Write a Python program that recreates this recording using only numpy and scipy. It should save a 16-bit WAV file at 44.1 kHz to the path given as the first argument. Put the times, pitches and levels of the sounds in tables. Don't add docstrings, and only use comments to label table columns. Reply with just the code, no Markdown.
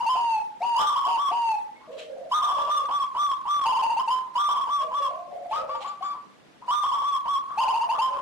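import sys
import numpy as np
from scipy import signal
from scipy.fft import rfft, irfft
from scipy.io import wavfile
from scipy.ndimage import uniform_filter1d

SR = 44100
rng = np.random.default_rng(int(sys.argv[2]) if len(sys.argv) > 2 else 0)


def nominal_scale(level):
    x = np.asarray(level, float) / 20
    return 10 ** x


def generate_wav(signal):
    frames = np.transpose(np.atleast_2d(signal))
    scaled = np.clip(frames, -1, 1) * 32767
    pcm = np.round(scaled).astype(np.int16)
    wavfile.write(sys.argv[1], SR, pcm)


N = 362061

# pitch_hz, level_db
AIR_SPECTRUM = [(18, -70.5), (30, -29), (171, -5.5), (253, -2.5), (288, -5.5), (328, -3), (355, -8.5),
                (511, -7.5), (3780, -20), (4420, -23), (6040, -27.5), (11900, -38), (15000, -57)]
# start_s, length_s, top_hz, level_db
LOW_CARRY_OVER = [
    (0, .06, 965, -27.5),
]
# start_s, length_s, level_db, falsetto_length_s (0 for none)
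LOW_TRILL_SYLLABLES = [(.058, .04, -22, 0.0714), (3.65, .05, -22, 0.0464), (3.718, 0.026, -22, 0.03),
                       (3.759, .04, -22, 0.036), (3.819, 0.0583, -24, 0), (3.892, 0.0525, -24.5, 0),
                       (3.962, 0.046, -24, 0.03), (4.073, 0.04, -22.5, 0.0616),
                       (7.573, 0.061, -22.5, 0.0645), (7.625, 0.024, -21.5, 0.031),
                       (7.672, 0.048, -24.5, 0.029), (7.732, 0.0633, -25.5, 0.019),
                       (7.803, 0.0579, -25, 0.017), (7.888, .05, -23.5, 0.02), (7.983, 0.032, -21, 0.062)]
# start_s, length_s, top_hz, level_db
LOW_SLOW_COOS = [
    (0.143, 0.26, 951, -29.5),
    (.604, 0.26, 956, -29.5),
    (1.062, 0.12, 955, -28),
    (1.302, 0.27, 952.5, -30),
]
# start_s, length_s, top_hz, level_db
HIGH_OPENINGS = [
    (.758, .15, 1199, -20),
    (2.312, 0.11, 1242, -22),
    (4.352, .14, 1194, -24),
    (6.679, .16, 1207, -24),
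]
# start_s, length_s, top_hz, level_db
HIGH_RUNS = [
    (.895, 0.074, 1190, -27),
    (.955, 0.072, 1145, -24.5),
    (1.04, 0.082, 1154, -25),
    (2.417, .076, 1217, -23),
    (2.482, 0.0912, 1175, -24.5),
    (2.578, 0.063, 1183, -24),
    (4.484, 0.0655, 1190, -23),
    (4.555, 0.1, 1162, -27.5),
    (6.831, 0.085, 1159, -25.5),
    (6.915, 0.095, 1174, -25),
]
# start_s, length_s, top_hz, level_db
HIGH_CLOSINGS = [
    (1.156, .15, 1164, -25.5),
    (2.668, 0.15, 1207, -25),
    (2.883, 0.17, 1171, -27.5),
    (3.146, 0.2, 1189, -27),
    (3.45, 0.24, 1184, -28),
    (4.669, 0.17, 1177, -28),
    (4.91, .18, 1163, -28),
    (7.014, .17, 1165, -26.5),
    (7.253, 0.13, 1153, -25),
]
# start_s, length_s, top_hz, level_db
FAR_SMALL_BIRDS = [
    (1.752, 0.047, 2200, -50.5),
    (1.63, 0.25, 2000, -65),
    (0.89, .06, 5250, -47),
    (6.9, .05, 7170, -55),
    (5.755, .05, 7130, -59),
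    (5.868, .04, 7170, -45.5),
    (6.035, 0.072, 7200, -49.5),
    (3.3, 0.091, 3700, -52),
]
# start_s, length_s, top_hz, level_db
THROAT_MURMURS = [(2.885, 0.08, 820, -33), (4.14, 0.04, 940, -36), (8.05, 0.045, 880, -30),
                  (2.6, 0.027, 1120, -33), (1.8, .2, 1100, -51), (5.6, 0.137, 893, -40.5),
                  (5.8, 0.15, 820, -38), (6.13, 0.07, 1040, -35.5), (6.612, 0.088, 1050, -41.5),
                  (7.49, 0.23, 1126, -31.5), (3.2, 0.046, 850, -39), (2.42, .15, 766, -31.5),
                  (7.93, 0.1, 1150, -24.5), (8.12, 0.17, 1072, -26)]
# start_s, length_s, pitch_hz, level_db
PIGEON_TONES = [(1.875, 0.29, 629.6, -46.5), (1.88, 0.1, 540.5, -43.5), (1.95, 0.18, 476, -49),
                (2.09, 0.19, 561.6, -44), (2.16, .13, 695, -42.5), (2.53, 0.28, 651, -43.5),
                (2.54, 0.18, 560, -43.5), (2.75, 0.093, 546, -39), (4.79, 0.11, 614, -39.5),
                (4.83, 0.055, 517, -43), (4.96, 0.14, 576.4, -42), (5.07, 0.18, 696, -45),
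                (5.08, 0.11, 627, -43), (5.27, 0.2, 566, -47), (5.3, 0.28, 706.4, -42),
                (5.5, 0.24, 622.5, -43.5), (5.55, 0.24, 549, -42.5), (7.56, 0.21, 757, -45),
                (7.58, .12, 590, -43.5), (7.85, .15, 663, -40.5), (8.09, 0.12, 565, -42)]
# peak_s, peak_db
WING_STROKES = [
    (1.93, -65.5),
    (1.993, -52.5),
    (5.516, -62),
    (5.55, -53.5),
    (5.82, -53.5),
    (5.882, -60),
]
# pitch_hz, level_db
WING_SPECTRUM = [(590, -88), (1000, -38), (1180, 2), (1300, -8), (1860, -6), (3220, 4), (3520, -4),
                 (4110, -0.5), (4540, -12), (7460, -15), (14000, -40)]
# start_s, length_s, top_hz, level_db
THIRD_NOTES = [
    (5.509, 0.071, 915, -24),
    (5.525, .05, 1156, -21.5),
    (5.555, .08, 1273, -24),
    (5.688, 0.12, 1169, -28),
    (5.744, 0.031, 954, -26.5),
    (5.843, 0.09, 1160, -27),
    (6.006, 0.064, 795, -34),
    (6.022, 0.13, 1169, -25),
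]
# multiple, level_db
CLOSE_OVERTONES = [(1, 11.5), (2, -30), (4, -37), (6, -39)]
THIRD_OVERTONES = [(1, 3), (2, -23.5), (4, -23)]
PURE_TONE = [(1, 0)]
BIRD_PLACES = {"high": (-0.5, 5.5, -1.5, 0.5), "low": (3.4, 1.8, -2.44, 2), "third": (4, 5, -4.5, 0.64),
               "pigeon": (0.88, 0.2, 1.45, 3)}
# pitch_hz, level_db
RASP_SPECTRUM = [(40, -5.5), (300, -16.5), (700, -5), (1500, -2), (3000, -6.5), (6000, -11), (10000, -17),
                 (14800, -26.5), (15300, -60)]

CLOSE_WAVER = .002


def drift(rate_hz):
    r = np.exp(-2 * np.pi * rate_hz / SR)
    slow = signal.lfilter([1], [1, -2 * r, r * r], rng.standard_normal(N + SR))[SR:]
    return slow / slow.std()


def stereo(mid, side, alike):
    return np.sqrt(1 + alike) * mid + np.sqrt(1 - alike) * side * [[1], [-1]]


def coloured(spectrum, alike):
    hz, level_db = np.transpose(spectrum)
    mid, side = rng.standard_normal((2, N))
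    bins_hz = np.maximum(np.fft.rfftfreq(N, 1 / SR), 1)
    gain = nominal_scale(np.interp(np.log(bins_hz), np.log(hz), level_db))
    out = irfft(rfft(stereo(mid, side, alike)) * gain, N)
    return out / out.std()


def patchy(x, patch_db):
    cells = signal.stft(x, nperseg=1024)[2]
    bands = cells.shape[1]
    chance = np.minimum(rng.standard_normal((bands // 8 + 1, cells.shape[2])), .7)
    gains = nominal_scale(patch_db * np.repeat(chance, 8, axis=0)[:bands])
    out = signal.istft(cells * gains, nperseg=1024)[1][:, :N]
    return out / out.std()


def echo_clouds():
    t60_s, gap_s, wall_cut_hz = 0.47, 0.00491, 2450
    t = np.arange(SR) / SR
    mid, side = rng.standard_normal((2, 4, 1, SR))
    cloud = stereo(mid, side, alike=0.11) * nominal_scale(-60 * t / t60_s) * (t > gap_s)
    cloud = cloud / np.sqrt(np.sum(cloud ** 2, axis=2, keepdims=True))
    return signal.sosfilt(signal.butter(1, wall_cut_hz, fs=SR, output="sos"), cloud)


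def yard(x, place, echoes):
    pan_db, lag, walls_db, echo_set = BIRD_PLACES[place]
    i = np.arange(N)
    left = nominal_scale(pan_db / 2) * np.interp(i - lag, i, x)
    right = nominal_scale(-pan_db / 2) * x
    walls = signal.fftconvolve(x[None], echoes[int(echo_set)], axes=1)[:, :N]
    return np.array([left, right]) + nominal_scale(walls_db) * walls


def sung(rows, grace_hz, sag_hz_per_s):
    return [(s, length, hz - grace_hz, hz, hz - sag_hz_per_s * length, db) for s, length, hz, db in rows]


def faint(rows):
    return sung(rows, grace_hz=26, sag_hz_per_s=360)


def voice(notes, overtones, hold_s=.02, scoop_hz=70, rise_s=0.00914, sag=2.2, attack_s=0.014,
          release_s=0.018, fade_db=-7, waver=0.011, breath_db=-30):
    out, wobble, air = np.zeros(N + SR), drift(89), drift(232)
    for s, length, start_hz, top_hz, end_hz, level_db in notes:
        at = max(round(s * SR), 0)
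        t = np.arange(min(round(length * SR), N - at)) / SR
        span = slice(at, at + len(t))
        hurry = np.clip(1.5 - length / .1, 0, 1)
        below_hz = top_hz - start_hz + hurry * scoop_hz
        jump = np.exp(-np.maximum(t - (1 - hurry) * hold_s, 0) / rise_s)
        pitch_hz = top_hz - below_hz * jump + (end_hz - top_hz) * (t / length) ** sag
        phase = 2 * np.pi * np.cumsum(pitch_hz * (1 + waver * wobble[span])) / SR
        tone = sum(nominal_scale(db) * np.sin(k * phase) for k, db in overtones)
        edges = np.clip(np.minimum(t / attack_s, (length - t) / release_s), 0, 1)
        shape = np.sin(np.pi / 2 * edges) ** 2
        breath = 1 + nominal_scale(breath_db) * air[span]
        out[span] += nominal_scale(level_db + fade_db * t / length) * shape * tone * breath
    return out[:N]


def yard_air():
    return nominal_scale(-56.5) * patchy(coloured(AIR_SPECTRUM, alike=0.039), patch_db=2.5)


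def trill():
    trill_hz, falsetto_hz, break_s, falsetto_db = 942, 1046.3, 0.026, -0.5
    chest = [(s, length, trill_hz, db) for s, length, db, _ in LOW_TRILL_SYLLABLES]
    head = [(s + break_s, held, falsetto_hz, db + falsetto_db)
            for s, _, db, held in LOW_TRILL_SYLLABLES if held > 0]
    return sung(chest, 147, 54) + sung(head + LOW_CARRY_OVER, 40, 370)


def low_dove():
    out = voice(trill(), CLOSE_OVERTONES, scoop_hz=6, rise_s=0.00851, attack_s=0.012, release_s=0.011,
                fade_db=-6.5, waver=0.016, breath_db=-16)
    out += voice(sung(LOW_SLOW_COOS, grace_hz=190, sag_hz_per_s=480), CLOSE_OVERTONES, hold_s=.016,
                 rise_s=0.00694, sag=2.5, attack_s=0.036, fade_db=0.5, waver=CLOSE_WAVER)
    under_hz, under_s, under_db = 759.4, 0.1, -8
    under = [(s, under_s, under_hz, db + under_db) for s, _, _, db in LOW_SLOW_COOS]
    return out + voice(faint(under), CLOSE_OVERTONES, attack_s=0.0075, release_s=0.055,
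                       waver=0.013, breath_db=-14.5)


def high_dove():
    quick = sung(HIGH_OPENINGS, 230, 229) + sung(HIGH_RUNS, 171, 1208)
    out = voice(quick, CLOSE_OVERTONES, hold_s=.025, scoop_hz=4.1, attack_s=0.0088, waver=CLOSE_WAVER)
    out += voice(sung(HIGH_CLOSINGS, grace_hz=220, sag_hz_per_s=950), CLOSE_OVERTONES, rise_s=0.01089,
                 sag=3.3, attack_s=0.058, fade_db=-2.5, waver=CLOSE_WAVER)
    grit_hz, grit_s, grit_db = 1000.3, .05, 2.5
    grit = [(s, grit_s, grit_hz, db + grit_db) for s, _, _, db in HIGH_OPENINGS + HIGH_RUNS + HIGH_CLOSINGS]
    return out + voice(faint(grit), PURE_TONE, attack_s=0.0071, waver=0.038, breath_db=-7.5)


def small_birds():
    return voice(faint(FAR_SMALL_BIRDS), PURE_TONE, waver=CLOSE_WAVER)


def murmurs():
    return voice(faint(THROAT_MURMURS), PURE_TONE, waver=0.0446, breath_db=-8.0)


def pigeon():
    flutter, throb_db, swell_s, die_s = 0.0382, 4, 0.0093, 0.025
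    out, wobbles, throbs = np.zeros(N), (drift(35.2), drift(43.5)), (drift(62), drift(67))
    for k, (s, length, hz, level_db) in enumerate(PIGEON_TONES):
        at = round(s * SR)
        t = np.arange(min(round(length * SR), N - at)) / SR
        span = slice(at, at + len(t))
        phase = 2 * np.pi * np.cumsum(hz * (1 + flutter * wobbles[k % 2][span])) / SR
        shape = np.clip(np.minimum(t / swell_s, (length - t) / die_s), 0, 1)
        out[span] += shape * nominal_scale(level_db + 1.5 + throb_db * throbs[k % 2][span]) * np.sin(phase)
    return out


def wing():
    rise_db_per_s, fall_db_per_s = 698, 190
    t = np.arange(N) / SR
    strokes_db = [db + np.minimum(rise_db_per_s * (t - s), fall_db_per_s * (s - t)) for s, db in WING_STROKES]
    loud_db = np.max(strokes_db, axis=0) + 11.5 + 1.06 * drift(80)
    return nominal_scale(loud_db) * coloured(WING_SPECTRUM, alike=0.24)


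def third_dove():
    return voice(sung(THIRD_NOTES, grace_hz=39.7, sag_hz_per_s=125), THIRD_OVERTONES, scoop_hz=60,
                 rise_s=0.0094, attack_s=0.0072, fade_db=-9.5, waver=.011, breath_db=-14.5)


def scene():
    echoes = echo_clouds()
    out = yard_air() + yard(low_dove(), "low", echoes)
    out += yard(high_dove() + small_birds(), "high", echoes)
    out += yard(murmurs() + third_dove(), "third", echoes)
    out += yard(pigeon(), "pigeon", echoes)
    return out + wing()


def knee(x, top, hardness):
    return x / (1 + np.abs(x / top) ** hardness) ** (1 / hardness)


def overload(dry):
    squeezed = knee(dry * nominal_scale(1.64), top=.15, hardness=1.0)
    return knee(squeezed, top=.102, hardness=20)


def rasp(clipped):
    power = np.abs(uniform_filter1d(clipped ** 2, size=1500, axis=1))
    quick = np.abs(uniform_filter1d(clipped ** 2, size=160, axis=1))
    beating = np.abs(uniform_filter1d(np.abs(quick - power), size=700, axis=1))
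    strain = np.sqrt(.45 * power + beating)
    return nominal_scale(-27.5) * strain * patchy(coloured(RASP_SPECTRUM, alike=0.37), patch_db=12.0)


def rejoin(x):
    joints_per_s, first_joint_s = 40.04, -.0052
    slip_s, jitter_s, blend_s = .00003, .003, .00004
    count = int(N / SR * joints_per_s) + 2
    chance = rng.standard_normal((count + 1, 2))
    joints = (first_joint_s + np.arange(count) / joints_per_s + jitter_s * chance[1:, 0]) * SR
    to_and_fro = (-1) ** np.arange(count + 1)
    slips = np.round(slip_s * SR * (0.33 * chance[:, 1] + to_and_fro))
    i = np.arange(N)
    piece = np.searchsorted(joints, i)
    before = np.maximum(piece - 1, 0)
    blend = np.clip((i - joints[before]) / (blend_s * SR), 0, 1)
    old, new = i + slips[before], i + slips[piece]
    return np.array([(1 - blend) * np.interp(old, i, c) + blend * np.interp(new, i, c) for c in x])


def band_limit(x):
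    return signal.sosfilt(signal.butter(12, 15400, fs=SR, output="sos"), x)


def record(dry):
    clipped = overload(dry)
    joined = rejoin(clipped + rasp(clipped))
    top_cut = signal.cheby2(10, 60, 15650, fs=SR, output="sos")
    finished_mix = signal.sosfilt(top_cut, joined)
    return band_limit(finished_mix)


dry = scene()
out = record(dry)
generate_wav(out)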